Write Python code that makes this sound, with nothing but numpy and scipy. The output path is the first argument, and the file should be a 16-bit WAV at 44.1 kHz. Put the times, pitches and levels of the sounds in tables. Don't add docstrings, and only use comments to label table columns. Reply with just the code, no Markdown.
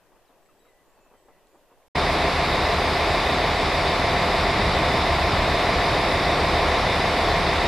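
import sys
import numpy as np
from scipy import signal
from scipy.fft import irfft
from scipy.io import wavfile
from scipy.ndimage import uniform_filter1d

SR = 44100
rng = np.random.default_rng(int(sys.argv[2]) if len(sys.argv) > 2 else 0)


def store_wav(level_fs):
    pcm = np.round(np.clip(np.atleast_2d(level_fs), -1, 1) * 32767)
    wavfile.write(sys.argv[1], SR, pcm.T.astype(np.int16))


def linear_from_db(decibels):
    return 10 ** (np.asarray(decibels, float) / 20)


N = 338247
WOODS_END_S, PLATFORM_S, FADE_S = 1.8825, 1.9485, 0.008
CYCLE_HZ = 6.668
BLOCK_HZ, BLOCK_WIDTH_HZ = 690, 95

ORDERS = [6, 12, 24, 60, 64, 90, 97, 100, 101, 102, 103, 104, 108, 112, 114, 121, 135, 136, 144, 154, 156,
          159, 170, 255, 267, 284, 286, 292, 299, 306]


def evened(x):
    return x / np.sqrt(np.mean(x ** 2) + 1e-20)


def read(points, hz):
    f, value = np.transpose(points)
    return np.interp(np.log(hz + 1), np.log(f + 1), value)


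def add(mix, start_s, sound):
    part = mix[round(start_s * SR):][:len(sound)]
    part += sound[:len(part)]


def drift(top_hz):
    t = np.arange(0, N + 256, 256) / SR
    slow = 0
    for hz in top_hz * np.geomspace(0.06, 1, num=24):
        slow = slow + np.sin(2 * np.pi * (hz * t + rng.random())) / np.sqrt(hz)
    return np.interp(np.arange(N), t * SR, evened(slow))


def noise(gain, patchy_db, count=1):
    frames, hz = N // 512 + 5, np.fft.rfftfreq(2048, 1 / SR)
    patches = uniform_filter1d(rng.standard_normal((frames, 1025)), 8, 0)
    patches = evened(uniform_filter1d(patches, 16, 1)).T
    a, b = np.moveaxis(rng.standard_normal((frames, 1025, count, 2)), -1, 0)
    z = (a + 1j * b).T * gain(hz)[:, None] * linear_from_db(patchy_db * patches)
    return signal.istft(z, nperseg=2048, noverlap=1536)[1][:, :N]


def microphone_hiss():
    # pitch_hz, level_db [dB per Hz]
    hiss_colour = [(5, 1.5), (19, -0.5), (40, -17), (70, -14), (150, -24), (442, -28), (2000, -29.5),
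                   (9770, -33), (15200, -33)]
    return linear_from_db(-64.5) * evened(noise(lambda hz: linear_from_db(read(hiss_colour, hz)), patchy_db=-0.5, count=2))


def far_train():
    # pitch_hz, level_db [dB per Hz]
    far_colour = [(71, -37), (120, -7), (231, -8.5), (359, 0), (607, 0.5), (1110, -7), (1350, -12.5),
                  (1940, -11), (2140, -18), (2650, -15), (6000, -35), (7800, -56), (13200, -120)]
    # start_s, level_db [peak dB]
    joint_hits = [(0.116, -51.5), (0.155, -53), (0.297, -51), (0.36, -62), (0.544, -58), (0.875, -57),
                  (0.967, -53), (1.053, -53), (1.109, -51), (1.135, -49), (1.281, -46), (1.359, -58),
                  (1.54, -49), (1.708, -49)]
    rolling = noise(lambda hz: linear_from_db(read(far_colour, hz)), patchy_db=1.5)[0]
    train = linear_from_db(-62.5) * evened(rolling * linear_from_db(0.41 * drift(top_hz=13.2)))

    joint_hz, fall_s, attack_s = 590, 0.032, 0.004
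    t = np.arange(8000) / SR
    envelope = np.minimum(t / attack_s, 1) * np.exp(-(t / fall_s) ** 2)
    rail = signal.butter(3, [0.38 * joint_hz, 1.9 * joint_hz], "band", fs=SR, output="sos")
    for start_s, level_db in joint_hits:
        thud = signal.sosfilt(rail, rng.standard_normal(8000))
        add(train, start_s, linear_from_db(level_db - 7) * evened(thud) * envelope)
    return train


def twigs():
    # start_s, level_db [peak dB], pitch_hz
    twig_ticks = [
        (.197, -64, 4000),
        (.46, -58, 2200),
        (.4603, -59, 4300),
        (.59, -66, 4800),
        (1.365, -62, 5000),
        (1.4708, -53, 7800),
        (1.4712, -56, 4000),
        (1.828, -57, 2200),
    ]
    ticking = np.zeros(N)
    t = np.arange(200) / SR
    for start_s, level_db, pitch_hz in twig_ticks:
        add(ticking, start_s, linear_from_db(level_db) * np.sin(2 * np.pi * pitch_hz * t) * np.exp(-t * pitch_hz / 3))
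    return ticking


def note(length_s, start_hz, end_hz, level_db, waver):
    glide_s = 0.022
    t = np.arange(0, length_s, 1 / SR)
    hz = end_hz + (start_hz - end_hz) * np.exp(-t / glide_s)
    hz *= 1 + waver * evened(uniform_filter1d(rng.standard_normal(9000), 90))[:len(t)]
    leaves = 1 + 0.45 * evened(uniform_filter1d(rng.standard_normal(9000), 150))[:len(t)]
    level = linear_from_db(level_db + 2 - 2 * t / length_s) * signal.windows.tukey(len(t), 0.2)
    return level * leaves * np.sin(2 * np.pi * np.cumsum(hz) / SR)


def birds():
    # start_s, length_s, pitch_hz, level_db
    whistles = [
        (.485, .04, 2670, -75),
        (.595, .11, 3870, -75),
        (.955, .18, 2610, -75),
        (.95, .05, 4500, -82),
        (1.13, .08, 3090, -77),
        (1.14, .04, 1985, -74),
        (1.21, .2, 1985, -77),
        (1.71, .04, 2670, -75),
    ]
    # start_s, length_s, pitch_hz, level_db
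    seeps = [(.425, .06, 7800, -76), (.49, .1, 7830, -82), (.59, .035, 7830, -73), (.63, .15, 7750, -83),
             (.6, .08, 12800, -84), (.85, .07, 7030, -81), (.88, .08, 7550, -80), (1.0, .07, 7030, -78),
             (1.01, .05, 7550, -82), (1.485, .14, 7000, -82), (1.52, .06, 7950, -82)]
    # start_s, length_s, start_hz, end_hz, level_db
    swoops = [
        (.25, .065, 6000, 3350, -76),
        (.487, .028, 1380, 1030, -64),
        (.58, .018, 5000, 4000, -80),
        (.652, .03, 1420, 1050, -63),
        (.655, .19, 2250, 1985, -71),
        (1.155, .15, 8500, 7680, -79),
    ]
    clear_waver, thin_waver = 0.005, 0.016
    calls = np.zeros(N)
    for start_s, length_s, pitch_hz, level_db in whistles:
        add(calls, start_s, note(length_s, pitch_hz, pitch_hz, level_db, clear_waver))
    for start_s, length_s, pitch_hz, level_db in seeps:
        add(calls, start_s, note(length_s, pitch_hz, pitch_hz, level_db, thin_waver))
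    for start_s, length_s, start_hz, end_hz, level_db in swoops:
        add(calls, start_s, note(length_s, start_hz, end_hz, level_db, clear_waver))
    return calls


def woods():
    pan_db = 3.0 - 1.8 * np.minimum(np.arange(N) / SR, WOODS_END_S)
    outdoors = far_train() + birds() + twigs()
    return outdoors * linear_from_db([pan_db / 2, -pan_db / 2]) + microphone_hiss()


def crank():
    cycle_start_s, hunting_s = 2.0, 0.00017
    return (np.arange(N) / SR - cycle_start_s + hunting_s * drift(top_hz=1.1)) * CYCLE_HZ


def each_cycle(lines, cycles):
    size = 2 ** 16
    return np.interp(cycles % 1 * size, np.arange(size), irfft(lines, size) * size)


def whines():
    # pitch_hz, left_db, right_db
    whine_tones = [
        (72.1, -37, -37),
        (504.8, -41, -41),
        (703.1, -42, -42),
        (9001, -70, -67),
        (12207, -78, -70),
        (13025, -73, -72),
        (13255, -81, -81),
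    ]
    t = np.arange(N) / SR
    total = np.zeros((2, N))
    for pitch_hz, left_db, right_db in whine_tones:
        level = np.sqrt(2) * linear_from_db([[left_db], [right_db]] + 2.8 * drift(top_hz=4.8))
        total += level * np.sin(2 * np.pi * pitch_hz * t + 1.03 * drift(top_hz=3))
    return total


def layer(colour, cycles, patchy_db, throb):
    # pitch_hz, share [0-1]
    repeats = [(40, .1), (200, .15), (450, .3), (700, .5), (1000, .7), (1400, .6), (2100, .72), (3000, .45),
               (4000, .2), (6000, .02)]
    # pitch_hz, level_db
    side_db = [(40, -17), (70, -23), (200, -34), (380, -34), (690, -22), (1280, -14), (2360, -13),
               (4360, -10.5), (6500, -4), (10000, -4), (13000, 0)]
    hz = np.arange(2400) * CYCLE_HZ

    def share(f):
        return np.clip(read(repeats, f), 0, 1)

    def mid_gain(f):
        return linear_from_db(read(colour, f))

    def side_gain(f):
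        return mid_gain(f) * linear_from_db(read(side_db, f))

    a, b = rng.standard_normal((2, 2, 2400))
    ringing = np.union1d(ORDERS, np.flatnonzero(abs(hz - BLOCK_HZ) < BLOCK_WIDTH_HZ))
    a[0, ringing] = b[0, ringing] = 0
    firing = 1 + throb * np.cos(2 * np.pi * 12 * cycles)
    out = []
    for k, gain in enumerate((mid_gain, side_gain)):
        lines = (a[k] + 1j * b[k]) * gain(hz) * np.sqrt(share(hz) * CYCLE_HZ) / 2
        taps = each_cycle(lines, cycles)
        rush = noise(lambda f: gain(f) * np.sqrt(1 - share(f)), patchy_db)[0]
        rush_power = np.sum(gain(hz) ** 2 * (1 - share(hz))) * CYCLE_HZ
        out.append(taps + np.sqrt(rush_power) * evened(rush * firing))
    return np.array(out) / np.sqrt(np.mean(out[0] ** 2))


def thin_treble(x, kept):
    hz, t, z = signal.stft(x, SR, nperseg=1024, noverlap=768)
    band, frame = np.arange(0, len(hz), 4), np.arange(0, len(t), 6)
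    power = np.add.reduceat(np.add.reduceat(abs(z) ** 2, band, axis=0), frame, axis=1)
    rank = power.argsort(axis=1).argsort(axis=1) / len(frame)
    keep = rank >= 1 - read(kept, hz[band])[:, None]
    mask = np.kron(keep, np.ones((4, 6)))[:len(hz), :len(t)]
    return signal.istft(z * mask, SR, nperseg=1024, noverlap=768)[1][:N]


def knocks(cycles):
    # start_s [into the cycle], level_db
    blows = [
        (.038, -5),
        (.0649, -5.2),
        (.0909, -4.7),
        (.0973, -3),
        (.1302, -6.6),
    ]
    order_db = [-36, -37, -43, -44, -45, -41, -38, -41, -44, -41, -41, -38, -36, -43, -43, -41, -42, -44,
                -46, -46, -43, -38, -42, -46, -44, -48, -46, -48, -49, -47]
    hz = np.arange(400) * CYCLE_HZ
    off_tune = (hz - BLOCK_HZ) / BLOCK_WIDTH_HZ
    lines = sum(linear_from_db(level_db) * np.exp(-2j * np.pi * hz * start_s) for start_s, level_db in blows)
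    lines = lines / (1 + 2j * off_tune) ** 2
    lines *= linear_from_db(-38) / np.linalg.norm(lines) / np.sqrt(2)
    lines[ORDERS] *= linear_from_db(order_db) / abs(lines[ORDERS]) / np.sqrt(2)
    scatter = 0.2 * off_tune ** 2
    lines *= np.exp(1j * scatter * rng.standard_normal(400))
    return each_cycle(lines, cycles) * linear_from_db(0.81 * drift(top_hz=20))


def platform():
    # pitch_hz, level_db [dB per Hz]
    exhaust_colour = [(10, -34), (25, -19), (34, -8), (50, 2), (65, 0), (92, 0), (124, -5), (200, -4.5),
                      (260, -13), (440, -120)]
    # pitch_hz, level_db [dB per Hz]
    body_colour = [(65, -20), (110, -9), (152, -7), (242, -10.5), (275, -6), (305, -6.5), (420, -4),
                   (461, -6), (493, -7.5), (606, -5), (696, -1.5), (762, -5.5), (1040, -6.5), (1430, -12),
                   (1700, -21), (2210, -29.5), (3740, -120)]
    # pitch_hz, level_db [dB per Hz]
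    clatter_colour = [(880, -24), (1550, -6.5), (2000, 1), (2550, -3.5), (2650, -6), (3250, -9.5),
                      (3600, -2), (4050, -6.5), (4300, -10.5), (4700, -8), (5350, -13), (6100, -23.5),
                      (11300, -31.5), (11700, -33.5), (15200, -41)]
    # pitch_hz, share [0-1]
    kept_mid = [(7000, 1), (11400, .92), (11600, .35), (12800, .2), (13100, .55), (15000, .5)]
    kept_side = [(7500, 1), (7800, .45), (9000, .25), (10500, .08), (11300, .01), (12800, .04),
                 (13500, .35), (15000, .5)]

    cycles = crank()
    nearer_db = 0.48 * (np.arange(N) / SR - PLATFORM_S)
    exhaust_db = -32 + nearer_db - drift(top_hz=3.2)
    body_db = -23 + 0.22 * nearer_db
    clatter_db = -27.5 + 0.081 * nearer_db
    exhaust = linear_from_db(exhaust_db - 2.5) * layer(exhaust_colour, cycles, patchy_db=2.0, throb=0.01)
    body = linear_from_db(body_db - 2.0) * layer(body_colour, cycles, patchy_db=0.34, throb=0.024)
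    clatter = linear_from_db(clatter_db) * layer(clatter_colour, cycles, patchy_db=1.23, throb=0.039)
    mid, side = exhaust + body + clatter
    ring = knocks(cycles) * linear_from_db(0.47 * (nearer_db - nearer_db.mean()))
    mid = thin_treble(mid, kept_mid) + ring
    side = thin_treble(side, kept_side)
    return np.array([mid + side, mid - side]) + whines()


def scene():
    t = np.arange(N) / SR
    fade_in = np.clip((t - PLATFORM_S) / FADE_S, 0, 1) ** 1.1
    return woods() * (t < WOODS_END_S) + platform() * fade_in


def low_pass(x):
    return signal.sosfilt(signal.butter(12, 15440, fs=SR, output="sos"), x)


def record(dry):
    edge = signal.firwin(1023, 15050, window=("kaiser", 9), fs=SR)
    limited = signal.oaconvolve(dry, edge[None], "same")
    return low_pass(limited)


dry = scene()
out = record(dry)
store_wav(out)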